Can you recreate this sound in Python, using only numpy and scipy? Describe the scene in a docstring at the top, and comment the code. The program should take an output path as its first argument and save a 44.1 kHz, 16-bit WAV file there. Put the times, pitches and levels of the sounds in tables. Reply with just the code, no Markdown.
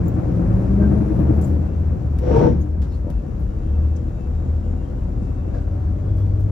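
"""A bus diesel pulls hard with its turbo whistling, changes gear with a rush of air, then climbs in the next gear.
Its tones are sines locked to the crank; its roar, clatter and hiss are coloured noise that follows the load.
The turbo is a narrow band of noise on a moving pitch, and the vented air is noise with sung tones.
Road rumble and cabin boom are low noise; fittings tick in noise bursts, panels knock in decaying modes,
and squeaks, whines and standing waves are wavering sines."""
import sys
import numpy as np
from scipy import signal
from scipy.fft import rfft, irfft
from scipy.io import wavfile
from scipy.ndimage import uniform_filter1d

SR = 44100
rng = np.random.default_rng(int(sys.argv[2]) if len(sys.argv) > 2 else 0)


def materialize(psi):
    """Save the field psi as 16-bit PCM at rate SR to the path in sys.argv[1].

    A 1-D psi becomes a single channel; in a 2-D psi each row is a channel.
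    """
    bounded = np.clip(np.atleast_2d(psi).T, -1, 1)
    quanta = np.round(bounded * 32767).astype(np.int16)
    wavfile.write(sys.argv[1], SR, quanta)


N = 287091
TIME = np.arange(N) / SR
BINS_HZ = np.maximum(np.arange(N // 2 + 1) * SR / N, 1)


def from_db(db):
    """Decibels to gain."""
    return np.exp(np.log(10) / 20 * np.asarray(db))


def rms_one(x):
    """Scale so that the centre of the stereo image has rms 1."""
    centre = np.atleast_2d(x).mean(axis=0)
    return x / np.sqrt(np.mean(centre ** 2) + 1e-20)


def in_time(rows):
    """Each column of a curve, at every sample."""
    s, *columns = np.transpose(rows)
    return [np.interp(TIME, s, column) for column in columns]


def at_hz(points, hz):
    """Read a spectrum on a log-frequency axis."""
    point_hz, value = np.transpose(points)
    return np.interp(np.log(hz), np.log(point_hz), value)


def drift(rate_hz):
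    """Slow random wander of rms 1, drawn at every 16th sample."""
    coarse = TIME[::16]
    hz = np.arange(len(coarse) // 2 + 1) * SR / N
    spectrum = rfft(rng.standard_normal(len(coarse))) / (1 + (hz / rate_hz) ** 2)
    slow = irfft(spectrum, len(coarse))
    return np.interp(TIME, coarse, rms_one(slow))


def swell(s, half_s):
    """A smooth bell-shaped rise and fall around a moment, down to 1/e at the half length."""
    return np.exp(-np.minimum(((TIME - s) / half_s) ** 2, 50))


def blow(s, t60_s, rise_s):
    """Envelope of a blow: a quick rise, then a steady decay by 60 dB in the ring time."""
    age = np.maximum(TIME - s, 0)
    decay = np.exp(-np.minimum(np.log(1000) * age / t60_s, 50))
    return (1 - np.exp(-age / rise_s)) * decay


def steadied(x, seconds):
    """Even out the slow swells of a narrow band of noise."""
    power = uniform_filter1d(np.mean(x ** 2, axis=0), max(int(seconds * SR), 1))
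    return x * np.sqrt(np.mean(power) / (power + 0.012))


# Which side is louder. Each row: frequency in Hz, left minus right in dB.
LEAN = [(60, 3), (140, 0.5), (210, 5), (310, 5.5), (480, 7), (545, 10), (600, 4), (680, 4.5), (750, 1),
        (860, 6), (935, -0.5), (1130, 3.5), (1700, 3), (2600, 3), (5000, 5.5), (8500, 0), (14000, 0)]


def ears(hz):
    """Left and right gains at a frequency."""
    return from_db(at_hz(LEAN, hz) * np.array([[.5], [-.5]]))


def lift_db(modes, hz):
    """Lift given by a set of resonances, each a bell around its centre."""
    return sum(lift / (1 + (2 * (hz - centre) / width) ** 2) for centre, width, lift in modes)


# Cabin resonances. Each row: centre in Hz, width in Hz, lift in dB.
CABIN = [(112, 14, 6), (178, 22, 4), (307, 28, 4.5), (395, 16, 3), (492, 22, 8), (544, 16, 4), (585, 16, 7),
         (627, 18, 6), (748, 34, 7), (930, 40, 3.5), (1140, 40, 2)]
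# How alike the two ears are. Each row: frequency in Hz, left-right likeness from -1 to 1.
LIKENESS = [(90, .99), (105, .8), (180, .85), (300, .68), (520, 0), (820, -.35), (1500, .37), (2600, .33),
            (5500, .42), (8300, -.93), (9700, -.93), (13000, .4)]


def cabin_noise(spectrum, modes=CABIN):
    """Stereo turbulence coloured by resonances: alike in the bass, mostly more diffuse higher up."""
    mid, side = rfft(rng.standard_normal((2, N)))
    alike = np.clip(at_hz(LIKENESS, BINS_HZ), -.99, .995)
    field = np.sqrt(1 + alike) * mid + np.sqrt(1 - alike) * side * [[1], [-1]]
    # the spectrum falls away steadily outside its first and last points
    low_skirt = np.minimum(BINS_HZ / spectrum[0][0], 1) ** 2
    high_skirt = np.minimum(spectrum[-1][0] / BINS_HZ, 1) ** 3
    colour = from_db(at_hz(spectrum, BINS_HZ) + lift_db(modes, BINS_HZ))
    return rms_one(irfft(field * low_skirt * high_skirt * ears(BINS_HZ) * colour, N))


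def tone(hz, waver_hz, rough=0.31):
    """A tone whose pitch and strength waver, clear or blurred into a hiss, out of step at the two ears."""
    turns = np.cumsum(hz + waver_hz * drift(25 + 2 * waver_hz)) / SR
    angle = 2 * np.pi * (turns + rng.random())
    apart = np.arccos(np.clip(at_hz(LIKENESS, hz), -1, 1)) * np.array([[.5], [-.5]])
    strength = 1 + rough * drift(25 + waver_hz)
    return rms_one(strength * ears(hz) * np.sin(angle + apart))


def sung(rows):
    """Tones that each swell and fade on a pitch of their own."""
    return sum(from_db(db) * swell(s, half_s) * tone(hz, waver_hz) for s, half_s, hz, waver_hz, db in rows)


# the driver opens the throttle, the drive lets go, the next gear takes hold; each takes a moment
PULL_S, RELEASE_S, ENGAGE_S, SHIFT_TAKES_S = 0.14, 1.53, 3.49, 0.3


def by_gear(low, coasting, high):
    """A level that passes from the pull in the low gear through coasting to the next gear."""
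    around = [-SHIFT_TAKES_S / 2, SHIFT_TAKES_S / 2]
    s = np.add.outer([PULL_S, RELEASE_S, ENGAGE_S], around).ravel()
    return np.interp(TIME, s, [coasting, low, low, coasting, coasting, high])


# Colour of the floor rumble. Each row: frequency in Hz, relative level in dB per Hz.
RUMBLE = [(18, -26), (28, -11.5), (40, -7.5), (56, 0.5), (66, -1), (85, -18), (130, -34)]
# Rough patches that swell the rumble. Each row: middle in seconds, half length in seconds, level in dB.
BUMPS = [(.62, 0.16, -26), (1.099, 0.087, -27.5), (1.6, 0.052, -27.5), (2.36, 0.17, -32), (2.8, .15, -35),
         (3.161, 0.024, -19.5), (3.449, 0.024, -21.5), (5.53, 0.05, -29), (6.279, 0.2, -33)]
RUMBLE_DB = -29  # on smooth road
# Colour of the cabin boom. Each row: frequency in Hz, relative level in dB per Hz.
BOOM = [(45, -24.5), (64, -9.5), (76, 7.5), (92, -13), (112, -9.5), (130, -11), (190, -33.5)]
# Level of the boom: in the low gear, coasting and in the next gear, in dB.
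BOOM_DB = (-27, -29, -30)


def road():
    """The tyres shake the floor, harder on rough patches, and set the air of the cabin booming."""
    strength = from_db(RUMBLE_DB) + sum(from_db(db) * swell(s, half_s) for s, half_s, db in BUMPS)
    rumble = strength * steadied(cabin_noise(RUMBLE), 0.031)
    boom = from_db(by_gear(*BOOM_DB)) * steadied(cabin_noise(BOOM), .1)
    return rumble + boom


# Standing waves. Each row: middle in seconds, half length in seconds, pitch in Hz, waver in Hz, level in dB.
CABIN_TONES = [(.5, .22, 111, 2, -23.5), (1.2, .2, 113.3, 2, -26), (1.58, .16, 301.5, 1.8, -36),
               (1.55, .12, 478, 5, -46), (2.0, 0.093, 134.6, 2.2, -28), (2.01, 0.13, 113, 1.5, -29.5),
               (1.96, 0.087, 506, 2.9, -46.5), (2.88, 0.16, 370, 1.8, -48), (3.79, 0.29, 323, 2, -42),
               (4, .4, 490, 2.6, -50.5), (4.5, .7, 749.6, 5, -59), (4.8, 0.28, 263.8, 2.2, -42),
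               (4.7, .25, 499, 3, -52), (5.7, .2, 544, 2, -55), (5.87, .09, 76, 2, -20),
               (6.7, 0.37, 640, 2.2, -54.5)]


def cabin_tones():
    """Standing waves of the cabin ring up as the engine sweeps past them."""
    return sung(CABIN_TONES)


# Thin hanging whines. Each row: middle in seconds, half length in seconds, pitch in Hz, waver in Hz,
# relative level in dB.
WHINES = [(3.7, 0.82, 2665, 11, -76), (4.3, 0.64, 3800, 8, -80), (5.41, 0.26, 2675, 13, -70),
          (5.35, .22, 3670, 11, -77)]


def whines(flicker_db=2.5):
    """Faint high tones that come and go, their strength flickering together."""
    return from_db(flicker_db * drift(12)) * sung(WHINES)


# Trim squeaks. Each row: middle in seconds, half length in seconds, pitch in Hz, waver in Hz, level in dB.
SQUEAKS = [(.07, .023, 7400, 100, -65), (.148, .01, 7440, 66, -69), (.84, .03, 1573, 8, -45.5),
           (1.445, .012, 7330, 380, -53.5), (1.72, .1, 2690, 25, -70), (2.618, .02, 6570, 46, -66),
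           (2.91, .04, 5300, 223, -69), (2.94, .03, 4250, 340, -64), (3.18, .08, 2670, 10, -70.5),
           (3.55, .1, 2885, 8.6, -74), (3.7, .08, 3170, 7.4, -72), (3.78, .055, 2650, 12, -71),
           (4.0, .05, 3175, 9.2, -71.5), (4.23, .05, 2650, 12, -66.5), (4.48, .055, 3180, 12, -77),
           (4.65, .05, 2815, 10, -70.5), (4.82, .06, 2795, 8.8, -70), (4.66, .03, 3175, 10, -72),
           (4.98, .03, 2900, 35, -70), (4.87, .04, 3175, 11, -69), (5.8, .1, 4360, 22, -77.5),
           (6.16, .12, 3390, 16, -72.5), (6.3, .05, 4560, 15, -75.5)]


def squeaks():
    """Squeaks and squeals of the trim: short tones on wavering pitches."""
    return sung(SQUEAKS)


# Shudders over a seam in the road. Each row: middle in seconds, half length in seconds, relative level in dB.
SHUDDERS = [(5.561, .05, -41.5)]
# Colour of the trim. Each row: frequency in Hz, relative level in dB per Hz.
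TRIM = [(300, -4), (500, 3), (760, 8), (1000, -16), (1500, -12), (2200, -21), (3200, -29), (5700, -31),
        (7500, -39)]


def shudders(grain_db=1.0):
    """The trim rattles softly, in a blur of small contacts made of grainy noise."""
    strength = sum(from_db(db) * swell(s, half_s) for s, half_s, db in SHUDDERS)
    return strength * from_db(grain_db * drift(90)) * cabin_noise(TRIM)


# Body knocks over bumps. Each row: start in seconds, relative level in dB, ring time in seconds, centre in Hz.
KNOCKS = [(1.189, -11.5, 0.083, 180), (3.044, -37.5, 0.15, 600), (3.066, -23.5, 0.095, 260),
          (3.078, -33.5, 0.12, 540), (3.099, -18, 0.058, 150), (5.54, -38.5, .26, 500)]
# Modes of the large panels. Each row: frequency in Hz, relative level in dB.
PANEL = [(128, -3), (172, 3.5), (250, -1.5), (322, 0), (494, -2.5), (581, -1), (680, -10), (780, -20.5),
         (942, -6), (1206, -11)]


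def knocks(spread_octaves=.7, rise_s=.0012, size=16384):
    """Large panels answer bumps with a dull knock, ringing most in the modes near its centre."""
    out = np.zeros((2, N))
    for s, db, t60_s, centre in KNOCKS:
        part = slice(int(s * SR), int(s * SR) + size)
        age = TIME[part] - s
        ring = 0
        for k, (hz, level_db) in enumerate(PANEL):
            closeness = 1 / (1 + (np.log2(hz / centre) / spread_octaves) ** 2)
            strength = from_db(level_db + rng.normal()) * closeness  # no two knocks alike
            # neighbouring modes start in opposite directions
            ring = ring + strength * ears(hz) * np.sin(2 * np.pi * hz * age) * (-1) ** k
        out[:, part] += from_db(db) * blow(s, t60_s, rise_s)[part] * ring
    return out


# Ticks of loose fittings. Each row: start in seconds, relative level in dB, ring time in seconds,
# centre in Hz, spread in octaves, rise in seconds.
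TICKS = [(.079, -48.5, .04, 14900, .13, .0006), (.08, -57, .05, 7100, .12, .001),
         (.56, -62, .073, 15000, .12, .002), (1.412, -46, 0.054, 9500, 1, .002),
         (1.44, -59.5, 0.4, 11500, 1.3, .002), (2.186, -44.5, 0.032, 6500, 1.7, .0007),
         (2.59, -67, .3, 12000, .8, .006), (2.818, -55, 0.18, 5000, 0.94, .0008),
         (2.82, -53.5, 0.11, 1650, .3, .001), (2.91, -63, 0.37, 6500, 1, .02),
         (3.101, -50, .04, 7440, 1.7, .001), (3.39, -69.5, 0.28, 12200, .7, .003),
         (3.96, -55, 0.062, 6170, .35, 0.00097), (5.22, -66.5, 0.32, 6500, .6, .01),
         (5.538, -50.5, 0.25, 1520, 0.16, .003), (5.537, -62.5, 0.28, 5200, 0.67, .008),
         (6.16, -61, 0.33, 8900, 1.5, 0.014), (6.39, -64.5, 0.23, 10800, 1.1, .005)]
# Colour of the chatter. Each row: frequency in Hz, relative level in dB per Hz.
FITTING = [(600, -23), (1600, 14.5), (3500, -2), (5500, -6), (7500, -3.5), (9500, -3), (15000, -10.5),
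           (17000, -13.5)]
TICK_TAIL_DB, TICK_TAIL_S = -19.5, 0.31   # the cabin answers each tick: level against it, ring time


def fittings(chatter_db=1.5, tick_db=1.5, size=16384):
    """Small parts tick and chatter: bursts of grainy noise, each in its own range."""
    grain = cabin_noise(FITTING) * from_db(chatter_db * drift(150))
    out = np.zeros((2, N))
    hz = np.maximum(np.arange(size // 2 + 1) * SR / size, 1)
    for s, db, t60_s, centre, spread, rise_s in TICKS:
        part = slice(int(s * SR), int(s * SR) + size)
        colour = 1 / (1 + (np.log2(hz / centre) / spread) ** 4)
        chatter = irfft(rfft(grain[:, part], size) * colour, size)[:, :len(TIME[part])]
        tail = from_db(TICK_TAIL_DB) * blow(s, TICK_TAIL_S, rise_s)
        envelope = blow(s, t60_s, rise_s) + tail
        out[:, part] += from_db(db + tick_db) * envelope[part] * rms_one(chatter)
    return out


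# Resonances of the air passage. Each row: centre in Hz, width in Hz, lift in dB.
PASSAGE = [(236, 25, 4), (328, 30, 3), (485, 50, 3), (590, 40, 3), (920, 50, 6), (1140, 40, 3)]
# Colour of the rush. Each row: frequency in Hz, relative level in dB per Hz.
RUSH = [(170, -23), (310, -1), (460, -1.5), (600, -7.5), (780, -8.5), (930, -19.5), (1100, -20.5),
        (1600, -26), (2400, -48), (5000, -64)]
# Colour of the hiss on top. Each row: frequency in Hz, relative level in dB per Hz.
AIR_HISS = [(1000, -17.5), (2000, 2), (3000, -4), (4900, -13), (5700, -4), (6500, -14.5), (8000, -15),
            (11000, -34), (16000, -31)]
# The air sings on one mode of its passage after another. Each row: middle in seconds, half length in seconds,
# pitch in Hz, waver in Hz, level in dB.
AIR_TONES = [(2.315, 0.066, 487, 14, -25.5), (2.352, 0.035, 448, 6.9, -21), (2.385, 0.063, 931, 8, -31),
             (2.39, 0.021, 1148, 8.3, -41.5), (2.42, 0.099, 320, 10.1, -24), (2.405, 0.035, 570, 40, -26),
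             (2.465, 0.037, 488, 8, -21.5), (2.462, 0.038, 897, 7.5, -35), (2.57, 0.06, 184, 3, -26.5),
             (2.64, 0.074, 303.3, 2.4, -34)]
# vented in the gear change: the valve opens, the flow peaks, the valve shuts
AIR_OPEN_S, AIR_PEAK_S, AIR_SHUT_S = 2.185, 2.405, 2.473
AIR_SWELL_S, AIR_RELEASE_S = 0.13, 0.11   # half length of the swell; decay once shut
HISS_LEAD_S = .012   # the hiss peaks a little before the rush
BUFFET_LAG_S, BUFFET_SWELL_S = 0.036, 0.15   # the low buffeting comes later and lasts longer


def air_release(buffet_db=-15.5, rush_db=-19.5, hiss_db=-47.0, hiss_half_s=0.15, gust_db=0.5, grit_db=1.05):
    """A short rush of air swells and fades, singing in its passage, hissing on top and buffeting below."""
    opened = np.clip((TIME - AIR_OPEN_S) / 0.04, 0, 1)
    closing = np.exp(-np.maximum(TIME - AIR_SHUT_S, 0) / AIR_RELEASE_S)
    # Hz, relative dB per Hz
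    buffet_colour = [(70, -24), (108, 2.0), (160, 0.5), (235, -10.0), (320, -11.5)]
    low = steadied(cabin_noise(buffet_colour, PASSAGE), 0.051)
    buffet = from_db(buffet_db) * swell(AIR_PEAK_S + BUFFET_LAG_S, BUFFET_SWELL_S) * low
    rush = from_db(rush_db) * swell(AIR_PEAK_S, AIR_SWELL_S) * steadied(cabin_noise(RUSH, PASSAGE), 0.05)
    hiss = from_db(hiss_db) * swell(AIR_PEAK_S - HISS_LEAD_S, hiss_half_s) * cabin_noise(AIR_HISS)
    gusts = from_db(gust_db * drift(22) + grit_db * drift(160))
    # the buffeting dies away half as fast as the rest
    flow = buffet * np.sqrt(closing) + closing * gusts * (rush + hiss)
    return opened * flow + sung(AIR_TONES)


# Turbocharger. Each row: time in seconds, whistle pitch in Hz, relative level in dB.
TURBO = [(0, 8640, -99), (.55, 9530, -72.5), (.8, 10100, -75), (1.1, 11200, -70), (1.38, 11800, -72.5),
         (1.55, 11640, -97), (3.2, 6380, -86), (4.2, 7070, -77.5), (4.9, 7170, -78), (5.6, 7800, -87.5),
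         (6.51, 8430, -94.5)]


def turbo(width_hz=220, level_db=1.5, flutter_db=2.5):
    """A breathy, fluttering whistle on the turbine speed: a narrow band of noise, different at each ear."""
    hz, db = in_time(TURBO)
    angle = 2 * np.pi * np.cumsum(hz) / SR
    sine, cosine = np.sin(angle), np.cos(angle)
    whistle = np.array([drift(width_hz) * sine + drift(width_hz) * cosine for _ in range(2)])
    return from_db(db + level_db + flutter_db * drift(14)) * whistle


# Deep tone of the drive line. Each row: time in seconds, pitch in Hz, relative level in dB.
DRIVE_TONE = [(0, 52, -40), (.25, 54, -27), (.5, 56, -20.5), (.62, 59, -21), (.75, 67, -19), (.95, 71, -24),
              (1.15, 74, -20.5), (1.35, 76, -23), (1.55, 80, -18.5), (1.7, 82, -26), (1.85, 83, -45),
              (2.1, 83, -100)]


def drive_tone(surge_db=2.0):
    """The drive line hums lower than the firings and climbs until the gear is let go."""
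    hz, db = in_time(DRIVE_TONE)
    angle = 2 * np.pi * (np.cumsum(hz) / SR + rng.random())
    return from_db(db + surge_db * drift(8)) * np.sqrt(2) * np.sin(angle) * ears(hz.mean())


# Pace of the judder under load. Each row: time in seconds, throbs per second.
JUDDER_RATE = [(0, 8.9), (.6, 8.9), (.65, 9.85), (1.4, 11.1)]
FIRST_THROB_S, THROB_HALF_S = .065, 0.015


def throbs():
    """The judder of the drive as a train of soft pulses of height 1."""
    rate, = in_time(JUDDER_RATE)
    count = np.cumsum(rate) / SR - FIRST_THROB_S * rate[0]
    from_nearest_s = (count - np.round(count)) / rate
    return np.exp(-(from_nearest_s / THROB_HALF_S) ** 2)


# Strength of the throbs. Each row: time in seconds, level in dB.
JUDDER = [(0, -24.5), (.5, -25), (.65, -33), (.83, -24), (1.3, -18.5), (1.4, -28.5), (1.48, -58),
          (1.7, -100)]
THROB_HZ = 310.3


def judder():
    """Each throb of the drive sets one mode of the cabin booming briefly."""
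    db, = in_time(JUDDER)
    return from_db(db) * throbs() * tone(THROB_HZ, 7)


def engine_order(multiple, crank_hz, turn, rough):
    """One harmonic of the engine; uneven combustion shakes its strength and timing."""
    angle = multiple * turn + rng.uniform(0, 2 * np.pi)
    steady = (1 + rough * drift(19)) * np.sin(angle)
    shaken = rough * drift(22.0) * np.cos(angle)
    return np.sqrt(2) * (steady + shaken) * ears(multiple * crank_hz.mean())


# Firing tone, swelling as it meets the standing waves of the cabin. Each row: time in seconds,
# level in dB before its surges.
HUM = [(0, -26), (1.1, -40.5), (1.45, -37), (1.6, -28.5), (1.75, -24.5), (1.9, -20.5), (2.0, -28.5),
       (2.12, -21), (2.3, -23), (2.5, -26.5), (2.74, -21), (3.1, -33.5), (3.4, -48.5), (3.7, -20.5),
       (3.87, -16.5), (4.1, -35.5), (4.3, -25.5), (4.6, -20.5), (4.95, -36), (5.3, -28), (5.6, -29),
       (5.86, -25), (5.97, -27), (6.1, -21), (6.35, -18), (6.51, -20)]
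HUM_SURGE_DB = 1.6  # the firing tone surges a little by chance
# Drone an octave above the firing tone, as the engine pulls. Each row: time in seconds, reference level in dB.
DRONE = [(0, -25), (.24, -33), (.35, -22), (.48, -24), (.63, -27), (.77, -19), (.95, -23.5), (1.1, -29),
         (1.3, -30.5), (1.47, -26.5), (1.62, -40), (3.3, -41), (4.2, -54), (6.51, -49.5)]
# The drone and its overtones. Each row: multiple of the crank rate, roughness from 0 to 1,
# level in dB against the drone's reference.
DRONE_ORDERS = [(6, .2, 0.7), (12, .5, -15), (17.9, .7, -24)]
# Tones of the engine and of the shafts and pumps it drives. Each row: multiple of the crank rate,
# roughness from 0 to 1, level in dB in the low gear, level in dB coasting, level in dB in the next gear.
ORDERS = [(1.5, 0.03, -44, -41, -29), (2, 0.2, -35, -35.5, -44.5), (2.45, .25, -35.5, -34.5, -32.5),
          (3.2, 0.2, -35, -45, -44.5), (3.65, .35, -36.5, -44, -52), (4, .2, -41.5, -40, -40),
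          (5, .25, -44.5, -43, -45), (8.25, 0.1, -43.5, -49.5, -51), (8.65, .2, -42, -52.5, -53),
          (9, 0.2, -43.5, -51.5, -51), (9.55, .75, -45.5, -48.5, -45.5), (12.9, .4, -50.5, -54.5, -50),
          (18.45, 0.3, -48.5, -57.5, -55)]


def exhaust(turn, crank_hz, firing_rough=.1):
    """The firing tone, three to a turn, the drone above it, and other orders as strong as the gear makes them."""
    hum_db, = in_time(HUM)
    drone_db, = in_time(DRONE)
    out = from_db(hum_db + HUM_SURGE_DB * drift(7)) * engine_order(3, crank_hz, turn, firing_rough)
    for multiple, rough, db in DRONE_ORDERS:
        out += from_db(drone_db + db) * engine_order(multiple, crank_hz, turn, rough)
    for multiple, rough, *levels_db in ORDERS:
        out += from_db(by_gear(*levels_db)) * engine_order(multiple, crank_hz, turn, rough)
    return out


# Engine speed. Each row: time in seconds, crank turns per second.
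REVS = [(0, 28.2), (.3, 28.7), (.8, 33.4), (1.3, 37.2), (1.45, 33.3), (1.6, 27.2), (1.8, 27.8),
        (2.05, 25.8), (2.3, 22.2), (2.7, 25.6), (2.95, 25.3), (3.3, 23), (4.1, 26.2), (4.5, 26.2),
        (5.4, 28.8), (5.7, 30.7), (6.3, 33.1), (6.51, 32.9)]
# Engine load, as the relative level of its roar. Each row: time in seconds, level in dB.
LOAD = [(0, -24.5), (.6, -23.5), (1.3, -22.5), (1.7, -29.5), (2.1, -31), (2.95, -34.5), (3.3, -33.5),
        (6.51, -32.5)]
# Colour of the roar. Each row: frequency in Hz, relative level in dB per Hz.
ROAR = [(80, -21.5), (120, 2), (150, -2.5), (175, -1.5), (240, -7.5), (275, -9.5), (320, -10), (400, -14.5),
        (520, -23.5), (800, -32.5)]
# Colour of the clatter. Each row: frequency in Hz, relative level in dB per Hz.
CLATTER = [(280, -19.5), (450, -1.5), (580, -2), (750, -3.5), (1000, -8.5), (1500, -14.5), (2000, -22.5),
           (2700, -28), (4000, -64), (7000, -59)]
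# Colour of the hiss. Each row: frequency in Hz, relative level in dB per Hz.
HISS = [(1500, -2), (3000, -1.5), (4500, -5.5), (5600, -5), (7000, -3.5), (8300, -4), (10500, -12),
        (13000, -14.5), (16000, -21.5)]
# The hiss dips briefly. Each row: middle in seconds, half length in seconds, depth in dB.
HISS_DIPS = [(2.77, 0.052, -3.5), (3.04, 0.035, -3)]
# clatter and hiss: reference level at full load, and the share of the roar's swing that they follow
FULL_LOAD_DB = -22
CLATTER_DB, CLATTER_FOLLOWS = -38, 0.78
HISS_DB, HISS_FOLLOWS = -61.5, 0.41
# depth of the throb in roar and clatter at full load, and how far below full load it dies out
ROAR_THROB_DB, CLATTER_THROB_DB, THROB_RANGE_DB = 3.2, 3.6, 4


def diesel(roar_db=0.88, surge_db=1.0, throb=0.36, knock=0.17):
    """Crank-locked tones, with roar, clatter and hiss that follow the load and pulse with the engine's turns."""
    crank_hz, = in_time(REVS)
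    load_roar_db, = in_time(LOAD)
    load_db = load_roar_db - FULL_LOAD_DB
    turn = 2 * np.pi * np.cumsum(crank_hz) / SR
    tones = exhaust(turn, crank_hz)

    # the roar pulses at half the firing rate, clatter and hiss with each firing
    bank, firing = np.cos(1.5 * turn), np.cos(3 * turn)
    pulse = throbs()
    shake = (pulse - pulse.mean()) * np.clip(1 + load_db / THROB_RANGE_DB, 0, 1)

    roar_level = load_roar_db + roar_db + ROAR_THROB_DB * shake + surge_db * drift(4.5)
    roar = from_db(roar_level) * (1 + throb * bank) * steadied(cabin_noise(ROAR), 0.088)

    clatter_level = CLATTER_DB + CLATTER_FOLLOWS * load_db + CLATTER_THROB_DB * shake + drift(23)
    clatter = from_db(clatter_level) * (1 + knock * firing) * cabin_noise(CLATTER)

    dips_db = sum(db * swell(s, half_s) for s, half_s, db in HISS_DIPS)
    hiss_level = HISS_DB + HISS_FOLLOWS * load_db + dips_db + .5 * drift(25)
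    hiss = from_db(hiss_level) * (1 + 0.14 * firing) * cabin_noise(HISS)
    return tones + roar + clatter + hiss


def scene():
    """Everything heard inside the bus, from the road up to the engine."""
    cabin = road() + cabin_tones() + whines()
    loose_parts = squeaks() + shudders() + knocks() + fittings()
    drive = air_release() + turbo() + drive_tone() + judder() + diesel()
    return cabin + loose_parts + drive


LOW_CUT_HZ, CUTOFF_HZ = 24, 15700


def record(dry):
    """The sound opens and closes with short fades; the deepest rumble is lost and the top is cut steeply."""
    low_cut = signal.butter(4, LOW_CUT_HZ, "high", fs=SR, output="sos")
    top_cut = signal.ellip(10, .1, 80, CUTOFF_HZ, fs=SR, output="sos")
    fade = np.minimum(1, np.minimum(TIME, TIME[-1] - TIME) / .004)  # 4 ms at each end
    return signal.sosfilt(top_cut, signal.sosfilt(low_cut, dry) * fade)


dry = scene()
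out = record(dry)
materialize(out)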